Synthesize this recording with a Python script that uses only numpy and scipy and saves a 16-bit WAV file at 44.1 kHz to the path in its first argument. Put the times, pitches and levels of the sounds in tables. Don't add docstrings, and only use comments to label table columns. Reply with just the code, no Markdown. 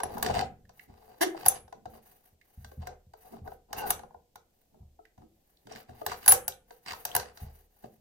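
import sys
import numpy as np
from scipy import signal
from scipy.fft import rfft, irfft
from scipy.io import wavfile

SR = 44100
rng = np.random.default_rng(int(sys.argv[2]) if len(sys.argv) > 2 else 0)


def generate_wav(sig):
    pcm = np.round(np.clip(np.atleast_2d(sig).T, -1, 1) * 32767).astype(np.int16)
    wavfile.write(sys.argv[1], SR, pcm)


N = 353020
TIME = np.arange(N) / SR


def amp(db):
    return 10 ** (np.asarray(db) / 20)


def unit(x):
    return x / np.sqrt(np.mean(x ** 2) + 1e-20)


def blow(x):
    return x / np.sqrt(np.sum(x ** 2) / (SR / 100) + 1e-20)


def read(points, hz):
    f, value = np.transpose(points)
    return np.interp(np.log(hz + 1), np.log(f), value)


def level(s, db):
    return amp(np.interp(TIME, s, db, left=-200, right=-200))


def add(mix, s, sound):
    part = mix[max(round(s * SR), 0):][:len(sound)]
    part += sound[:len(part)]


def response(points, size=2048):
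    hz = abs(np.fft.fftfreq(size, 1 / SR))
    log_gain = np.log(amp(read(points, hz)))
    return np.fft.ifft(np.exp(np.conj(signal.hilbert(log_gain)))).real[:size // 2]


def colour(x, points):
    return signal.oaconvolve(x, response(points))[:len(x)]


def drift(hz):
    knots = rng.standard_normal(N // 20)
    return np.interp(TIME * hz, np.arange(len(knots)), knots)


def held(start, length, rise, release):
    age = np.maximum(TIME - start, 0)
    return np.minimum(age / rise, 1) * np.exp(-np.clip((age - length) / release, 0, 20))


def arch(start, length):
    return np.sin(np.pi * np.clip((TIME - start) / length, 0, 1))


def ring(modes, t, detune, spread_db):
    hz, db, t60 = np.transpose(modes)[:, :, None]
    shift, weight, sign = rng.standard_normal((3, len(modes), 1))
    gain = np.sign(sign) * amp(db + spread_db * weight)
    decay = np.exp(-np.log(1000) * t / t60)
    tones = np.sin(2 * np.pi * hz * (1 + detune * shift) * t)
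    return (gain * decay * tones).sum(0)


def crack(body, t, rise, decay):
    chatter = rng.standard_normal(len(t)) * (1 - np.exp(-t / rise)) * np.exp(-t / decay)
    return signal.fftconvolve(chatter, body)[:len(t)]


# frequency in Hz, relative level in dB, 60 dB decay time in seconds.
VISE_MODES = [(375, -17, 0.063), (497, -12.5, 0.074), (590, -9.5, .04), (724.4, -1.5, .045),
              (819.7, -0.5, 0.03), (873, -4.5, .03), (1032, -8, 0.033), (1459, -17.5, 0.058),
              (1556, -18, .025)]
KNOCK_HZ = 780
# frequency in Hz, relative level in dB.
CLACK_COLOUR = [(600, -29), (1200, 2.5), (1550, 7), (1950, -3.5), (2350, -4.5), (2900, -5), (4100, -3.5),
                (4700, -1), (5400, -5.5), (5950, 1.5), (7000, -8.5), (7550, -4.5), (9300, -8.5),
                (12000, -33)]
# frequency in Hz, relative level in dB.
TICK_COLOUR = [(5000, -27), (6100, -7.5), (7300, -19), (8500, -9), (9500, -12), (11000, -5.5),
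               (11450, -11.5), (12100, -2.5), (12700, -6), (13300, -2), (14000, -6.5), (14600, -6.5),
               (15300, -3.5), (16500, -13.5)]
CLACK_RISE_S = .0005


def contact(t, body_db, clack_db, tick_db, body_hz, dull_hz=3800):
    modes = [(hz * body_hz / KNOCK_HZ, db, t60) for hz, db, t60 in VISE_MODES]
    knock = ring(modes, t, detune=.03, spread_db=2) * (1 - np.exp(-t / .003))
    hardness = np.clip(amp((clack_db - body_db) / 2), .3, 1)
    lowpass = signal.butter(1, 2 * dull_hz * hardness, fs=SR)
    dulled = signal.lfilter(*lowpass, response(CLACK_COLOUR))
    clack = crack(dulled, t, rise=CLACK_RISE_S / hardness, decay=.0036)
    tick = crack(response(TICK_COLOUR), t, rise=CLACK_RISE_S, decay=.0036)
    return amp(body_db) * blow(knock) + amp(clack_db) * blow(clack) + amp(tick_db) * blow(tick)


# frequency in Hz, relative level in dB, 60 dB decay time in seconds.
HANDLE_MODES = [(10972, 0, .032), (10860, -16, .04), (11090, -22, .03), (13400, -22, .03)]
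# start in seconds, then the levels in dB of
CLINKS = [(0.033, -30, -38.5, -53.5, -30.5), (0.18, -43, -48, -46, -70.5),
          (0.226, -33.5, -30.5, -28.5, -43.5), (0.262, -33, -32.5, -49, -54), (1.454, -40, -46, -48, -43.5),
          (1.4605, -24.5, -30.5, -23, -34.5), (1.4823, -40.5, -40, -17, -13), (2.87, -41, -46, -51.5, -64),
          (3.729, -38, -38, -43.5, -59), (3.904, -31, -30, -23.5, -24.5),
          (4.356, -49.5, -53.5, -55.5, -69.5), (6.063, -32, -33.5, -31.5, -47.5),
          (6.26, -38.5, -37.5, -34.5, -34), (6.2784, -26.5, -22.5, -14, -17.5),
          (6.2917, -27, -50.5, -19, -21), (6.32, -24, -25.5, -11.5, -44), (6.337, -39, -52, -30.5, -38.5),
          (6.479, -37.5, -37.5, -27, -33), (7.051, -38.5, -37.5, -30.5, -52), (7.15, -29, -31, -25, -32),
          (7.163, -30, -32, -23, -46.5)]
CLINK_HZ = 783
# start in seconds, vise body level in dB, clack level in dB, body pitch in Hz.
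KNOCKS = [(0.001, -34, -42.5, 858), (0.168, -36, -55, 888), (0.297, -26.5, -78, 741),
          (0.362, -27.5, -51, 719), (0.373, -54, -59, 690), (0.397, -32.5, -59.5, 785),
          (0.692, -55.5, -60.5, 730), (1.345, -38.5, -62, 718), (1.678, -55, -64, 790),
          (1.725, -42.5, -55.5, 759), (1.855, -39, -56, 698), (2.645, -53.5, -49.5, 726),
          (2.715, -51, -61.5, 581), (3.135, -49, -59, 728), (3.335, -48, -74, 715),
          (3.474, -41, -58.5, 709), (3.517, -44.5, -64, 746), (3.992, -46, -52.5, 758),
          (4.033, -45.5, -63, 772), (4.107, -54, -79, 827), (4.143, -46.5, -72.5, 772),
          (4.743, -62, -88.5, 700), (4.99, -50.5, -91.5, 677), (5.177, -57.5, -70, 719),
          (5.669, -50.5, -56.5, 683), (5.71, -45, -75, 720), (5.892, -51, -60, 706), (5.94, -63, -81, 780),
          (6.014, -37, -56.5, 678), (6.116, -34.5, -42, 1094), (6.706, -48, -55, 721),
          (6.932, -40.5, -44.5, 957), (7.197, -61, -38, 763), (7.373, -56, -51.5, 746),
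          (7.838, -45.5, -61, 649)]
KNOCK_TICK_DB = -14


def contacts():
    out, t = np.zeros(N), np.arange(SR // 5) / SR
    for s, body_db, clack_db, tick_db, ring_db in CLINKS:
        clink = ring(HANDLE_MODES, t, detune=.0003, spread_db=1) * (1 - np.exp(-t / .001))
        strike = contact(t, body_db, clack_db, tick_db, CLINK_HZ)
        add(out, s, strike + amp(ring_db) * blow(clink))
    for s, body_db, clack_db, body_hz in KNOCKS:
        add(out, s, contact(t, body_db, clack_db, clack_db + KNOCK_TICK_DB, body_hz))
    return out


# frequency in Hz, relative level in dB.
BODY_COLOUR = [(100, -19.5), (220, -17.5), (320, -19.5), (490, -9.5), (590, -15.5), (730, -6), (840, -11.5),
               (1000, -21), (1250, -21.5), (2500, -68)]
# frequency in Hz, relative level in dB.
RASP_COLOUR = [(600, -28.5), (1200, -0.5), (1520, 1), (2000, -1.5), (2400, -1.5), (2900, -3), (3700, -6.5),
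               (4700, -1.5), (6000, -11), (7200, -10), (9000, -11.5), (13000, -39)]
# start in seconds, length in seconds, vise body level in dB, rasp level in dB.
SCRAPES = [(0.0, 0.31, -44, -61.5), (0.224, 0.093, -36, -42.5), (0.331, 0.081, -36, -38.5),
           (0.87, 0.66, -62, -73), (1.352, 0.22, -52.5, -55), (1.916, 0.069, -58, -69),
           (2.79, 0.08, -55, -65.5), (2.852, 0.076, -54, -73), (3.231, 0.15, -56.5, -71.5),
           (3.436, 0.049, -47, -74), (3.678, 0.049, -57, -76), (3.741, 0.074, -40.5, -50.5),
           (3.803, 0.11, -38.5, -54), (4.715, 0.14, -76, -102), (5.177, 0.069, -66, -82.5),
           (5.682, 0.089, -53, -53.5), (5.779, 0.045, -59.5, -61.5), (5.867, 0.17, -61, -68.5),
           (6.079, 0.057, -45, -42), (6.208, 0.042, -55.5, -49.5), (6.85, 0.07, -48, -42.5),
           (7.064, 0.23, -50, -55.5), (7.375, 0.13, -61.5, -68), (7.819, 0.04, -53.5, -66)]
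SCRAPE_RISE_S, SCRAPE_RELEASE_S = .031, .011
SCRAPE_FIZZ_DB = -17


def scraping(slips_per_s=1000):
    size = amp(2.8 * np.minimum(rng.exponential(1, N), 4))
    clumps = amp(3 * drift(130))
    slips = size * clumps * (rng.random(N) < slips_per_s / SR)
    fading = np.exp(-TIME[:SR // 100] / .0007)
    pressure = signal.oaconvolve(slips ** 2, fading)[:N]
    chatter = np.sqrt(abs(pressure)) * rng.standard_normal(N)
    body_gain, rasp_gain = np.zeros((2, N))
    for start, length, body_db, rasp_db in SCRAPES:
        turn = held(start, length, SCRAPE_RISE_S, SCRAPE_RELEASE_S)
        body_gain += amp(body_db) * turn
        rasp_gain += amp(rasp_db) * turn
    body = unit(colour(chatter, BODY_COLOUR))
    fizz = unit(colour(chatter, TICK_COLOUR))
    rasp = unit(colour(chatter, RASP_COLOUR)) + amp(SCRAPE_FIZZ_DB) * fizz
    return body_gain * body + rasp_gain * rasp


# start in seconds, length in seconds, hiss level in dB.
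GLIDES = [(0.07, 0.19, -56.5), (0.72, 0.16, -62.5), (0.876, 0.66, -68), (1.37, 0.09, -56),
          (1.879, 0.12, -61.5), (2.01, 0.18, -60.5), (2.15, 0.2, -68), (2.4, 0.48, -66), (3.155, 0.23, -61),
          (3.43, 0.15, -65), (3.764, 0.059, -38), (3.849, 0.1, -41.5), (4.44, 0.32, -77.5),
          (5.23, 0.63, -75.5), (5.74, 0.1, -59), (5.923, 0.21, -63), (6.08, 0.38, -52.5),
          (6.664, 0.15, -61.5), (6.81, 0.45, -54.5), (7.327, 0.16, -56.5), (7.48, 0.2, -64),
          (7.68, 0.34, -69.5)]
GLIDE_RASP_DB, GLIDE_BODY_DB = -9.5, -6


def gliding(grain_db=3.5):
    speed = sum(amp(db) * arch(start, length) for start, length, db in GLIDES)
    rub = rng.standard_normal(N) * amp(grain_db * drift(120))
    hiss = unit(colour(rub, TICK_COLOUR))
    rasp = amp(GLIDE_RASP_DB) * unit(colour(rub, RASP_COLOUR))
    body = amp(GLIDE_BODY_DB) * unit(colour(rub, BODY_COLOUR))
    return speed * (hiss + rasp + body)


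# frequency in Hz, relative level in dB.
BUZZ_COLOUR = [(330, -22), (700, 1.5), (1000, 0), (1330, -4.5), (1950, -6), (2450, -12), (3000, -11),
               (5500, -12), (8000, -16.5), (12000, -9), (16000, -21.5)]
# start in seconds, length in seconds, slips per second, hum level in dB, buzz level in dB.
JUDDERS = [(1.207, 0.027, 315, -26.5, -25.5), (1.24, 0.006, 372, -39, -56), (1.262, 0.015, 318, -28.5, -52),
           (1.288, 0.029, 368, -52.5, -61.5)]
JUDDER_RISE_S, JUDDER_RELEASE_S = .008, .006


def judder(grit=.85):
    s, _, slip_hz, _, _ = np.transpose(JUDDERS)
    rate = np.interp(TIME, s, slip_hz) * (1 + .03 * drift(400))
    cycles = np.cumsum(rate) / SR
    slips = np.diff(np.floor(cycles), prepend=0)
    frame = crack(response(BUZZ_COLOUR), np.arange(SR // 40) / SR, rise=.0003, decay=.0015)
    rattle = unit(signal.oaconvolve(slips, frame)[:N])
    buzz = rattle + grit * unit(colour(rng.standard_normal(N), BUZZ_COLOUR))
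    hum = unit(np.sin(2 * np.pi * cycles))
    out = np.zeros(N)
    for start, length, _, hum_db, buzz_db in JUDDERS:
        burst = held(start, length, JUDDER_RISE_S, JUDDER_RELEASE_S)
        out += burst * (amp(hum_db) * hum + amp(buzz_db) * buzz)
    return out


SLIDE_S, SLIDE_LENGTH_S, SING_DB, CHATTER_DB = 6.28, .043, -15, -30


def sliding_handle(rasp_db=-4):
    handle_hz = HANDLE_MODES[0][0]
    tone = unit(np.sin(2 * np.pi * handle_hz * TIME + .3 * drift(83)))
    rub = rng.standard_normal(N) * amp(5.7 * drift(450))
    chatter = unit(colour(rub, TICK_COLOUR)) + amp(rasp_db) * unit(colour(rub, CLACK_COLOUR))
    slide = held(SLIDE_S, SLIDE_LENGTH_S, rise=.0021, release=.0071)
    return slide * (amp(SING_DB) * tone + amp(CHATTER_DB) * chatter)


# start in seconds, end in seconds, start pitch in Hz, end pitch in Hz, level in dB.
GROANS = [(0.294, 0.294, 766.6, 720, -22), (0.42, 0.434, 790, 720, -25), (3.791, 3.902, 894, 740, -39),
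          (3.761, 3.92, 1530, 1480, -47.5), (3.761, 3.823, 2680, 2800, -48),
          (5.206, 5.28, 291.7, 343, -61.5)]


def groans(waver=.023):
    out, wander, tremble = np.zeros(N), drift(250), unit(amp(2.5 * drift(150)))
    for start, end, start_hz, end_hz, db in GROANS:
        hz = np.interp(TIME, [start, end], [start_hz, end_hz]) * (1 + waver * wander)
        swell = np.sqrt(arch(start, end - start))
        tone = unit(np.sin(2 * np.pi * np.cumsum(hz) / SR))
        out += amp(db) * swell * tremble * tone
    return out


# start in seconds, level in dB, pitch in Hz.
SCREW_TICKS = [(0.651, -67, 1770), (0.793, -49.5, 1980), (2.412, -61.5, 2160), (2.873, -52, 1500),
               (3.475, -51, 1503), (4.357, -54.5, 1460), (5.052, -59.5, 1950), (5.569, -68.5, 4120),
               (5.72, -50.5, 5700), (6.521, -51, 3710), (7.114, -46, 3310)]


def screw_ticks():
    out, t = np.zeros(N), np.arange(SR // 20) / SR
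    for s, db, hz in SCREW_TICKS:
        body = response([(hz / 2, -34), (hz * .85, -10), (hz, 0),
                         (hz * 1.2, -17), (hz * 2, -25), (hz * 5, -36)])
        add(out, s, amp(db) * blow(crack(body, t, rise=.002, decay=.003)))
    return out


# start in seconds, level in dB before the grip's trim, length in seconds.
SCUFFS = [(0.145, -46.5, 0.33), (0.234, -44.5, 0.16), (0.866, -59, 0.064), (1.741, -61, 0.091),
          (1.859, -61.5, 0.14), (3.3, -48.5, 0.083), (3.404, -63.5, 0.072), (3.738, -57.5, 0.31),
          (4.718, -59.5, 0.069), (5.171, -58.5, 0.072), (5.643, -56, 0.12), (5.88, -50, 0.05),
          (7.832, -46.5, 0.015)]
# frequency in Hz, relative level in dB.
SKIN_COLOUR = [(50, -14), (110, -6), (160, -8), (215, 2), (290, -6), (380, -7), (480, -16), (800, -40)]


def grip(trim_db=-1):
    pressure = np.zeros(N)
    for s, db, length in SCUFFS:
        times = [s, s + .012, s + length, s + length + .03]
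        pressure += level(times, [db - 20, db, db - 5, db - 25])
    rub = rng.standard_normal(N) * amp(2 * drift(80))
    return amp(trim_db) * pressure * unit(colour(rub, SKIN_COLOUR))


# start in seconds, peak level in dB before the bench's trim.
BUMPS = [(0.121, -40), (0.29, -28), (0.361, -33), (0.64, -49.5), (0.892, -44), (1.637, -47.5), (1.857, -45),
         (2.319, -55.5), (2.574, -37), (2.641, -42.5), (2.772, -29.5), (3.06, -47), (3.41, -36),
         (4.144, -53.5), (4.803, -40.5), (5.178, -49.5), (5.889, -45.5), (6.912, -46), (7.416, -29.5)]
# frequency in Hz, relative level in dB, 60 dB decay time in seconds.
BENCH_MODES = [(35.86, -18.5, 1), (71, -7, 0.45), (88, -2, 0.2), (123, -8, 0.27), (181, -15, 0.26),
               (217.4, -14, 0.16)]
BENCH_SHARE_DB = -10.5


def bench(trim_db=-3):
    out, t = np.zeros(N), np.arange(SR // 2) / SR
    shaken = [(s, body_db + BENCH_SHARE_DB) for s, body_db, *_ in CLINKS]
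    for s, db in BUMPS + shaken:
        push = 1 - np.exp(-(t / .006) ** 2)
        thud = ring(BENCH_MODES, t, detune=.02, spread_db=1) * push
        add(out, s, amp(db + trim_db) * thud / abs(thud).max())
    return out


# frequency in Hz, 60 dB decay time in seconds.
ROOM_DECAY = [(100, 1), (330, 0.38), (700, 0.27), (2000, 0.31), (5000, 0.15), (11000, 0.27), (15000, 0.03)]
# frequency in Hz, level in dB.
ROOM_SEND = [(100, -5), (220, -4.5), (300, -10), (380, -7.5), (500, -3.5), (750, -11.5), (2000, -11),
             (6000, -7.5), (9500, -15), (11000, -22.5), (12500, -15), (15000, -5.5)]


def room(x, onset_s=.0093):
    hz, t, z = signal.stft(rng.standard_normal((3, SR * 3 // 4)), SR, nperseg=256)
    same = (1 / (1 + (hz / 600) ** 2))[:, None]
    t60 = read(ROOM_DECAY, hz)[:, None]
    sides = np.sqrt(same) * z[0] + np.sqrt(1 - same) * z[1:]
    sides = sides * np.exp(-np.log(1000) * t / t60) / np.sqrt(t60)
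    tail = signal.istft(sides, SR, nperseg=256)[1]
    tail = tail * (1 - np.exp(-(TIME[:tail.shape[1]] / onset_s) ** 2))
    tail = tail / np.linalg.norm(tail[0])
    return signal.fftconvolve(colour(x, ROOM_SEND)[None], tail, axes=1)[:, :N]


# frequency in Hz, relative level in dB.
AIR_COLOUR = [(25, 3), (70, 2), (130, -4), (300, -5.5), (520, -5.5), (750, -8.5), (1200, -25.5),
              (3000, -20), (8000, -20.5), (10000, -24.5), (12000, -21.5), (14800, -17.5), (16000, -31.5)]
AIR_DB = -73


def air():
    hz = np.fft.rfftfreq(N, 1 / SR)
    shared, own = rfft(rng.standard_normal(N)), rfft(rng.standard_normal((2, N)))
    same = 1 / (1 + (hz / 400) ** 2)
    sides = np.sqrt(same) * shared + np.sqrt(1 - same) * own
    return amp(AIR_DB) * unit(irfft(sides * amp(read(AIR_COLOUR, hz)), N))


# frequency in Hz, left minus right in dB.
SIDE_TILT = [(100, -5), (520, 0.5), (720, 10), (900, 0), (1150, 8), (1550, -2), (1980, -8), (2500, -4.5),
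             (3500, 1.5), (5000, -1), (8000, 3.5), (11000, -0.5), (13000, 2)]
BODY_LAG, HANDLE_LAG = 47, 33
HANDLE_ABOVE_HZ = 6500


def scene():
    vise = contacts() + screw_ticks() + scraping() + gliding()
    vise = vise + groans() + grip() + judder() + sliding_handle()
    highpass = signal.butter(6, HANDLE_ABOVE_HZ, "highpass", fs=SR, output="sos")
    bright = signal.sosfiltfilt(highpass, vise)
    late = np.pad(vise - bright, (BODY_LAG, 0))[:N] + np.pad(bright, (HANDLE_LAG, 0))[:N]
    left = colour(late, [(hz, db / 2) for hz, db in SIDE_TILT])
    right = colour(vise, [(hz, -db / 2) for hz, db in SIDE_TILT])
    return np.array([left, right]) + bench() + room(vise) + air()


EDGE_HZ = 16000


def record(dry):
    rounded = .8 * np.tanh(dry / .8)
    lowpass = signal.firwin(255, EDGE_HZ, window=("kaiser", 9), fs=SR)
    return signal.oaconvolve(rounded, lowpass[None], "same")


dry = scene()
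out = record(dry)
generate_wav(out)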